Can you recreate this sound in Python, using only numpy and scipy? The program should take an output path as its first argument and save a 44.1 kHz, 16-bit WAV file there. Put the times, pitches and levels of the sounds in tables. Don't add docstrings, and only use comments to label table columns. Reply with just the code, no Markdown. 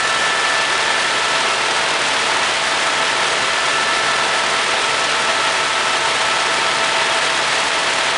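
import sys
import numpy as np
from scipy import signal
from scipy.fft import rfft, irfft, next_fast_len
from scipy.io import wavfile

SR = 44100
rng = np.random.default_rng(int(sys.argv[2]) if len(sys.argv) > 2 else 0)


def to_wav(sig):
    pcm = np.clip(np.atleast_2d(sig), -1, 1) * 32767
    pcm = np.round(pcm).astype(np.int16)
    wavfile.write(sys.argv[1], SR, pcm.T)


N = 360297

# time in seconds, tooth-mesh frequency of the planetary gears in Hz.
MESH_PITCH = [(0, 663), (.4, 663.6), (1.1, 662.5), (1.8, 657.6), (2.6, 657.6), (3.3, 659.8), (3.8, 662.9),
              (4.2, 662.3), (4.6, 659.7), (5.1, 657.9), (6, 657.4), (6.5, 659), (8.1, 657.3)]
# time in seconds, level in dB.
OCTAVE_LEVEL = [(0.0, -27.0), (0.35, -26.5), (0.8, -31), (1.05, -28), (2.7, -34), (2.95, -28), (3.3, -31.5),
                (3.8, -25.4), (4.5, -29), (6.6, -27), (7.3, -31.5), (8.17, -33.5)]
# multiple of the mesh frequency, starting level in dB.
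MESH_OVERTONES = [(3, -41.5), (4, -40.5), (5, -41), (6, -48.5)]
# level in dB, flutter depth from 0 to 1.
MAIN_HARMONICS = [(-79, 0.03), (-66.5, 0.05), (-58, 0), (-58.5, 0.05), (-69, 0)]
TAIL_HARMONICS = [(-56.5, 0.02), (-49, 0.02), (-55.5, 0)]
# frequency in Hz, relative spectral density in dB.
RUSH_SPECTRUM = [(20, -36.5), (50, -31.5), (85, -23), (125, -14), (190, -13), (320, -8.5), (600, -2.5),
                 (1000, -.5), (1800, 0), (2500, -2.5), (3400, -3.5), (4500, -8), (6000, -13), (10000, -18)]
# centre in Hz, half-width in Hz, level in dB.
PANEL_MODES = [(234, 9.7, -51), (279, 14, -49), (372, 28, -42.5), (444, 30, -39), (764, 28, -42.5),
               (955, 47, -36.5)]

MAIN_PASSES, TAIL_PASSES, MESH_TEETH, INPUT_TEETH = 3, 10.606, 100, 264.35
ROAR_DB, HISS_DB, HISS_FROM_HZ = -18.5, -26, 4980
WHIRR_HZ, WHIRR_HALF_WIDTH_HZ, WHIRR_DB, WHIRR_DB_PER_SAG_HZ = 890, 33, -31.5, 0.6
WHIRR_SURGE_DB, SURGE_RATE_HZ = .6, 2.5
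AIRFRAME_HZ, AIRFRAME_HALF_WIDTH_HZ = 1757, 3.5
MESH_DB, INPUT_PEAK_DB, RISE_DB_PER_S = -34.5, -22.5, 0.34


def from_db(db):
    return 10 ** (np.asarray(db) / 20)


def in_time(rows):
    seconds, values = np.transpose(rows)
    return np.interp(np.arange(N) / SR, seconds, values)


def at_hz(points, hz):
    knots, db = np.transpose(points)
    return from_db(np.interp(np.log(hz), np.log(knots), db))


def shaped_noise(gain_at):
    size = next_fast_len(N)
    hz = np.maximum(np.arange(size // 2 + 1) * SR / size, 1e-3)
    noise = irfft(rfft(rng.standard_normal(size)) * gain_at(hz), size)[:N]
    return noise / np.sqrt(np.mean(noise ** 2) + 1e-20)


def resonance(centre_hz, half_width_hz):
    return shaped_noise(lambda hz: 1 / (1 + ((hz - centre_hz) / half_width_hz) ** 2))


def drift(rate_hz):
    return shaped_noise(lambda hz: 1 / (1 + (hz / rate_hz) ** 2))


def tone(cycles):
    return np.sqrt(2) * np.sin(2 * np.pi * (cycles + rng.random()))


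def rotor(passes, harmonics, gust_db):
    drone, flutter = 0, 0
    for k, (level_db, depth) in enumerate(harmonics, 1):
        drone += from_db(level_db + gust_db * drift(3)) * tone(k * passes)
        flutter += depth * np.cos(2 * np.pi * k * passes)
    return drone, flutter


def panels(sag_hz):
    hum = sum(from_db(level_db) * resonance(hz, half_width) for hz, half_width, level_db in PANEL_MODES)
    whirr_db = WHIRR_DB + WHIRR_DB_PER_SAG_HZ * sag_hz + WHIRR_SURGE_DB * drift(SURGE_RATE_HZ)
    return hum + from_db(whirr_db) * resonance(WHIRR_HZ, WHIRR_HALF_WIDTH_HZ)


def rush(flicker_db, hiss_flicker_db):
    hiss_share = lambda hz: 1 / (1 + (HISS_FROM_HZ / hz) ** 12)
    roar = shaped_noise(lambda hz: at_hz(RUSH_SPECTRUM, hz) * np.sqrt(1 - hiss_share(hz)))
    hiss = shaped_noise(lambda hz: at_hz(RUSH_SPECTRUM, hz) * np.sqrt(hiss_share(hz)))
    eddies_db = flicker_db * drift(17)
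    roar *= from_db(ROAR_DB + eddies_db)
    hiss *= from_db(HISS_DB + eddies_db + hiss_flicker_db * drift(82))
    return roar + hiss


def whine(cycles, turns, wobble, waver_db, jitter_cycles):
    carrier = tone(cycles + jitter_cycles * drift(12))
    return carrier * (1 + wobble * tone(turns)) * from_db(waver_db * drift(10))


def gearbox(turns, mesh_hz):
    mesh_cycles = MESH_TEETH * turns
    octave = whine(2 * mesh_cycles, turns, wobble=0.13, waver_db=0.7, jitter_cycles=0.013)
    fundamental = whine(mesh_cycles, turns, wobble=0.2, waver_db=1.0, jitter_cycles=0.018)
    input_gear = whine(INPUT_TEETH * turns, turns, wobble=0.056, waver_db=0.8, jitter_cycles=0.017)
    detuning = (mesh_hz * INPUT_TEETH / MESH_TEETH - AIRFRAME_HZ) / AIRFRAME_HALF_WIDTH_HZ
    lesser_tones = from_db(MESH_DB) * fundamental
    lesser_tones += from_db(INPUT_PEAK_DB) / np.hypot(1, detuning) * input_gear
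    for multiple, level_db in MESH_OVERTONES:
        overtone = whine(multiple * mesh_cycles, turns, wobble=0.3, waver_db=1.7, jitter_cycles=0.04)
        lesser_tones += from_db(level_db) * overtone
    slow_rise = from_db(RISE_DB_PER_S * np.arange(N) / SR)
    return from_db(in_time(OCTAVE_LEVEL)) * octave + slow_rise * lesser_tones


def scene():
    mesh_hz = in_time(MESH_PITCH)
    turns = np.cumsum(mesh_hz) / MESH_TEETH / SR
    main_drone, main_flutter = rotor(MAIN_PASSES * turns, MAIN_HARMONICS, gust_db=0.0)
    tail_drone, tail_flutter = rotor(TAIL_PASSES * turns, TAIL_HARMONICS, gust_db=-0.8)
    air = rush(flicker_db=0.38, hiss_flicker_db=1.2)
    cabin = air + panels(sag_hz=mesh_hz.mean() - mesh_hz) + gearbox(turns, mesh_hz)
    mono = cabin * (1 + main_flutter + tail_flutter) + main_drone + tail_drone
    return np.array([mono, mono])


def record(dry):
    cutoff_hz = 10050
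    return signal.sosfilt(signal.ellip(12, .1, 85, cutoff_hz, fs=SR, output="sos"), dry)


dry = scene()
out = record(dry)
to_wav(out)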